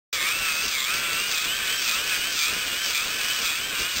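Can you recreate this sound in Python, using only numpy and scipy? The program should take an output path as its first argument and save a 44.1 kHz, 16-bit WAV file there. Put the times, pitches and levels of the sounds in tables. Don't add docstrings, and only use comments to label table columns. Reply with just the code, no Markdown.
import sys
import numpy as np
from scipy import signal
from scipy.fft import rfft, irfft, next_fast_len
from scipy.io import wavfile
from scipy.ndimage import uniform_filter1d, map_coordinates

SR = 44100
rng = np.random.default_rng(int(sys.argv[2]) if len(sys.argv) > 2 else 0)


def transcribe(u):
    v = np.clip(np.atleast_2d(u).T, -1, 1)
    q = np.round(v * 32767).astype(np.int16)
    wavfile.write(sys.argv[1], SR, q)


N = 176400
WHINE_ORDER, PINION_TEETH, WHEEL_TEETH, WHEEL_PINION_TEETH = 16, 8, 43, 12

# t/s, f/Hz
WHINE_PITCH = [(0.12, 2500), (0.207, 2158), (0.339, 2598), (0.428, 2685), (0.503, 2553), (0.617, 2641),
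               (0.677, 2720), (0.736, 2386), (0.823, 2117), (0.907, 2523), (1.02, 2770), (1.125, 2655),
               (1.248, 2866), (1.283, 2864), (1.325, 2642), (1.414, 2543), (1.509, 2988), (1.601, 3154),
               (1.683, 2994), (1.784, 3147), (1.837, 2814), (1.878, 2533), (1.996, 2819), (2.055, 3038),
               (2.215, 2897), (2.3, 3129), (2.343, 2887), (2.399, 2442), (2.531, 2790), (2.618, 2992),
               (2.724, 2824), (2.783, 2993), (2.83, 3136), (2.904, 2721), (2.946, 2434), (3.06, 2780),
               (3.166, 3087), (3.254, 2909), (3.36, 3035), (3.42, 2755), (3.517, 2470), (3.61, 2947),
               (3.665, 3162), (3.767, 2786), (3.838, 2829), (3.941, 2860), (4.0, 2476)]
def gear_train():
    whine_hz = glide(WHINE_PITCH)
    rotor = np.cumsum(whine_hz) / SR / WHINE_ORDER
    wheel = rotor * PINION_TEETH / WHEEL_TEETH
    return whine_hz, rotor, wheel


# t/s, level/dB
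WHINE_LEVEL = [(0.13, -34.5), (0.31, -30), (0.37, -35.5), (0.52, -27.5), (0.69, -39.7), (0.76, -30.4),
               (0.82, -37), (0.91, -30.5), (0.97, -42), (1.2, -30), (1.32, -39.7), (1.35, -28), (1.47, -42),
               (1.5, -28), (1.58, -36.5), (1.63, -54), (1.71, -29), (1.83, -37), (1.9, -29.5),
               (1.98, -35.5), (2.13, -42), (2.24, -30.5), (2.36, -39), (2.41, -28.5), (2.46, -30.5),
               (2.54, -36), (2.65, -42), (2.69, -36.5), (2.87, -32.5), (2.91, -41), (2.96, -26.5),
               (3.07, -39), (3.2, -40), (3.32, -31), (3.42, -40), (3.47, -30.5), (3.52, -29), (3.58, -40),
               (3.62, -31), (3.7, -35.5), (3.73, -47), (3.77, -33.5), (3.88, -35.5), (3.97, -41.2)]
def main_whine(rotor, whine_hz):
    def partial(order, jitter_rad):
        gain = amp(1.1 * wobble(rate_hz=130))
        return unit(gain * np.sin(2 * np.pi * order * rotor + jitter_rad * wobble(rate_hz=400)))

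    upper_order = 3 * PINION_TEETH
    flare = resonance(whine_hz * upper_order / WHINE_ORDER, centre_hz=3750, half_width_hz=170)
    voice = partial(WHINE_ORDER, jitter_rad=0.3)
    voice += amp(-7) * partial(WHINE_ORDER - 1, jitter_rad=0.3)
    voice += amp(-8.5) * flare * partial(upper_order, jitter_rad=1.1)
    return amp(curve(WHINE_LEVEL) - 0.2 + 1.3 * wobble(rate_hz=40)) * voice


# t/s, level/dB
LOAD = [(0.14, -32.5), (0.29, -24), (0.36, -31.5), (0.48, -25.5), (0.53, -29.5), (0.84, -32.5), (0.9, -26),
        (1.42, -31), (1.45, -28), (1.55, -29), (1.74, -26.5), (1.79, -31.0), (1.98, -28.5), (2.03, -29.5),
        (2.13, -24.5), (2.2, -30.5), (2.27, -27), (2.32, -33), (2.48, -29), (3.18, -30), (3.22, -27),
        (3.7, -32), (3.76, -28), (3.99, -31)]
ROTOR_TONES = {6: -8, 7: -9, 10: -7, 11: -10, 15: -1, 17: -8, 19: -9}
WHEEL_TONES = {36: -9, 42: -9, 50: -9, 58: -11, 62: -8, 64: -6, 68: -7, 72: -3, 74: -3, 92: -8}
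# f/Hz, level/dB
CASE_RESPONSE = [(100, -28.5), (800, -20), (1050, -11), (1190, -8.5), (1280, -6.5), (1380, -9.5),
                 (1530, -5.5), (1800, -6.5), (2100, -7.5), (2300, -3), (2520, 0.5), (2680, -6.5),
                 (2950, -3), (3200, -4), (3500, -9.5), (4200, -10.5), (5500, -10.5), (7000, -58)]
def gear_mesh(rotor, wheel):
    tones = shaft_tones(rotor, ROTOR_TONES) + shaft_tones(wheel, WHEEL_TONES)
    teeth = tooth_clicks(wheel, WHEEL_TEETH, scatter_db=5, jitter_s=95e-6)
    mesh = amp(-4.5) * colour(tones, CASE_RESPONSE)
    mesh += amp(-6) * colour(teeth, CASE_RESPONSE)
    mesh += amp(-6.5) * colour(rubbing(rotor, depth=0.53), CASE_RESPONSE)
    return amp(curve(LOAD)) * mesh


def shaft_tones(turns, orders, flutter_db=3):
    return sum(amp(db + flutter_db * wobble(rate_hz=50)) * np.sin(2 * np.pi * (k * turns + rng.random()))
               for k, db in orders.items())


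def tooth_clicks(turns, teeth, scatter_db, jitter_s, uneven_db=2.5):
    contact = np.arange(1, int(turns[-1] * teeth))
    strength = rng.standard_normal(teeth)
    timing, force = rng.standard_normal((len(contact), 2)).T
    due = np.interp(contact / teeth, turns, np.arange(N))
    at = np.clip(due + jitter_s * SR * timing, 0, N - 2)
    tooth_db = uneven_db * unit(strength - strength.mean())
    gain = amp(tooth_db[contact % teeth] + scatter_db * np.clip(force, -2, 2))
    i = at.astype(int)
    return unit(np.bincount(i, gain * (1 - at + i), N) + np.bincount(i + 1, gain * (at - i), N))


def rubbing(turns, depth):
    return rng.standard_normal(N) * np.exp(depth * np.cos(2 * np.pi * turns))


def chatter(rotor, wheel, click_gain):
    teeth = tooth_clicks(wheel, WHEEL_PINION_TEETH, scatter_db=4.6, jitter_s=306e-6)
    return click_gain * teeth + unit(rubbing(rotor, depth=0.3))


# t/s, level/dB
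SCRAPE_LEVEL = [(0.14, -27), (0.2, -37), (0.28, -31.5), (0.37, -34), (0.74, -28), (0.8, -36.5),
                (0.98, -30.5), (1.05, -40), (1.16, -31), (1.22, -35), (1.33, -29.5), (1.61, -37),
                (1.66, -33.5), (1.89, -28.5), (2.04, -34), (2.18, -31), (2.26, -33.5), (2.4, -27),
                (2.5, -32.5), (2.81, -35), (2.84, -29), (2.96, -31), (3.02, -34), (3.17, -33.5),
                (3.48, -29.5), (3.6, -36.5), (3.75, -38.5), (3.8, -28), (3.88, -38.5), (3.99, -26.5)]
# f/Hz, level/dB
SCRAPE_SPECTRUM = [(300, -33), (1500, -11.5), (3000, -7.5), (4450, -3.5), (4700, 4.5), (4950, 0), (5450, 2),
                   (5800, -2.5), (6200, -52)]
def scrape(rotor, wheel):
    gain = amp(curve(SCRAPE_LEVEL) - 0.37)
    return gain * colour(chatter(rotor, wheel, click_gain=0.58), SCRAPE_SPECTRUM)


# f/Hz, level/dB
RATTLE_SPECTRUM = [(300, -29), (1000, -18), (2400, -6), (3050, -6), (3420, 6), (3600, 0.5), (3780, 2.5),
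                   (4200, -4), (5500, -11), (7000, -63)]
def rattle(rotor, wheel, whine_hz, db_per_octave=-25.5):
    mean_hz = uniform_filter1d(whine_hz, size=SR // 2)
    slack_db = -34.5 + db_per_octave * np.log2(whine_hz / mean_hz)
    return amp(slack_db) * colour(chatter(rotor, wheel, click_gain=0.8), RATTLE_SPECTRUM)


def low_whine(turns, order):
    hz = order * np.gradient(turns) * SR
    ring_db = 6.5 * resonance(hz, centre_hz=1286, half_width_hz=29)
    load_db = curve(LOAD)
    push_db = 0.7 * (load_db - load_db.mean())
    gain = amp(-43.5 + ring_db + push_db + 1.73 * wobble(rate_hz=35))
    return gain * unit(np.sin(2 * np.pi * order * turns + 0.24 * wobble(rate_hz=120)))


# t/s, peak level/dB
SNAPS = [(0.223, -15), (.7216, -18), (.7835, -14), (1.377, -15), (1.8264, -14), (2.3833, -16),
         (3.4489, -17)]
# f/Hz, level/dB
SNAP_SPECTRUM = [(500, -20), (3500, -2), (5500, 1), (6500, -46)]
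def snaps():
    blows = np.zeros(N)
    for at_s, db in SNAPS:
        blows[round(at_s * SR)] = amp(db)
    clicks = colour(blows, SNAP_SPECTRUM)
    return clicks * blows.max() / np.abs(clicks).max()


# t/s, half length/s, f/Hz, level/dB
SQUEALS = [(0.264, .027, 3550, -35), (.635, .012, 2880, -31), (0.797, .06, 3430, -39),
           (1.16, 0.041, 4730, -36), (1.794, .014, 5400, -32), (1.991, .007, 3050, -29),
           (2.422, 0.034, 4690, -36), (2.86, .025, 5400, -38), (2.96, 0.027, 4700, -34),
           (3.4, .026, 5450, -37)]
def squeals(width_hz=220):
    t = np.arange(N) / SR
    sound = np.zeros(N)
    for at_s, half_s, hz, db in SQUEALS:
        flutter = wobble(width_hz) + 1j * wobble(width_hz)
        ring = unit(np.real(flutter * np.exp(2j * np.pi * hz * t)))
        sound += amp(db) * swell(at_s, half_s) * ring
    return sound


# t/s, level/dB
GRIND_LEVEL = [(0.14, -48.5), (0.44, -43), (0.51, -47.5), (0.67, -44.5), (0.71, -50), (0.88, -49.5),
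               (0.94, -42.5), (1.34, -45.5), (1.39, -55.5), (1.46, -44), (1.93, -47.5), (1.98, -43.5),
               (2.38, -47.5), (2.43, -55), (2.52, -40), (2.64, -47), (2.75, -42), (2.8, -53.5), (2.91, -41),
               (2.96, -53), (3.07, -43), (3.39, -48), (3.44, -42.5), (3.5, -53), (3.57, -45.5), (3.86, -45),
               (3.89, -50.5), (3.99, -44)]
# f/Hz, level/dB
GRIND_SPECTRUM = [(20, -4.5), (60, -2.5), (140, -3.5), (220, -0.5), (360, -1.5), (520, 0), (800, -5.5),
                  (1200, -4), (3000, -61.5)]
def grind():
    gain = amp(curve(GRIND_LEVEL) + 0.5 + 2.1 * wobble(rate_hz=45))
    return gain * colour(rng.standard_normal(N), GRIND_SPECTRUM)


# t/s, level/dB
BUMPS = [(.415, -41.5), (.665, -44), (.94, -45), (1.0, -49), (1.145, -45), (1.205, -44.5), (1.475, -47),
         (1.985, -45), (2.52, -52), (3.07, -46), (3.815, -43), (3.97, -43.5)]
# f/Hz, level/dB
BUMP_SPECTRUM = [(20, -12), (50, 4.5), (110, -4), (250, -5.5), (600, -14.5), (2000, -48)]
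def bumps():
    envelope = sum(amp(db) * swell(at_s, half_s=0.019) for at_s, db in BUMPS)
    return envelope * colour(rng.standard_normal(N), BUMP_SPECTRUM)


def hum(hz, db):
    return amp(db) * unit(np.sin(2 * np.pi * hz * np.arange(N) / SR))


def room(x, t60_s, wet_db):
    t = np.arange(SR // 3) / SR
    tail = rng.standard_normal(len(t)) * np.exp(-np.log(1000) * t / t60_s)
    return x + amp(wet_db) * signal.fftconvolve(x, tail / np.linalg.norm(tail))[:N]


def amp(db):
    return 10 ** (np.asarray(db) / 20)


def unit(x):
    return x / np.sqrt(np.mean(x ** 2) + 1e-20)


def curve(rows):
    return np.interp(np.arange(N) / SR, *np.transpose(rows))


def glide(rows):
    knots_s, values = np.transpose(rows)
    basis = lambda t: np.c_[np.abs(t[:, None] - knots_s) ** 3, np.ones(len(t)), t]
    system = np.vstack([basis(knots_s), np.r_[np.ones(len(knots_s)), 0, 0], np.r_[knots_s, 0, 0]])
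    weights = np.linalg.solve(system, np.r_[values, 0, 0])
    t = np.linspace(knots_s[0], knots_s[-1], N // 20)
    return curve(np.c_[t, basis(t) @ weights])


def wobble(rate_hz):
    knots = rng.standard_normal(int(N * rate_hz / SR) + 4)
    return map_coordinates(knots, [np.arange(N) * rate_hz / SR])


def swell(at_s, half_s):
    return np.exp(-((np.arange(N) / SR - at_s) / half_s) ** 2)


def resonance(hz, centre_hz, half_width_hz):
    return 1 / (1 + ((hz - centre_hz) / half_width_hz) ** 2)


def colour(x, spectrum):
    size = 2 * next_fast_len(N // 2 + 4096)
    hz, db = np.transpose(spectrum)
    gain = amp(np.interp(np.log(np.fft.rfftfreq(size, 1 / SR) + 1), np.log(hz), db))
    cepstrum = irfft(np.log(gain))
    cepstrum[1:size // 2] *= 2
    cepstrum[size // 2 + 1:] = 0
    return unit(irfft(rfft(x, size) * np.exp(rfft(cepstrum)))[:N])


def low_pass(x, hz):
    size = next_fast_len(N + SR // 2)
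    edge = .5 - .5 * np.tanh((np.fft.rfftfreq(size, 1 / SR) - hz) / 60)
    return irfft(rfft(x, size) * np.sqrt(edge), size)[..., :N]


def scene(start_s=0.1283):
    whine_hz, rotor, wheel = gear_train()
    torch = main_whine(rotor, whine_hz)
    torch += low_whine(rotor, order=PINION_TEETH) + low_whine(wheel, order=48)
    torch += gear_mesh(rotor, wheel) + rattle(rotor, wheel, whine_hz) + scrape(rotor, wheel)
    torch += snaps() + squeals() + grind() + bumps()
    mix = room(torch, t60_s=0.25, wet_db=-14) + hum(hz=686, db=-62)
    return (mix * (np.arange(N) / SR > start_s))[None]


def record(dry, hold_samples=4):
    coarse = low_pass(dry, hz=SR / hold_samples / 2)[:, ::hold_samples]
    held = np.repeat(coarse, hold_samples, axis=1)[:, :N]
    return low_pass(held, hz=15750)


dry = scene()
out = record(dry)
transcribe(out)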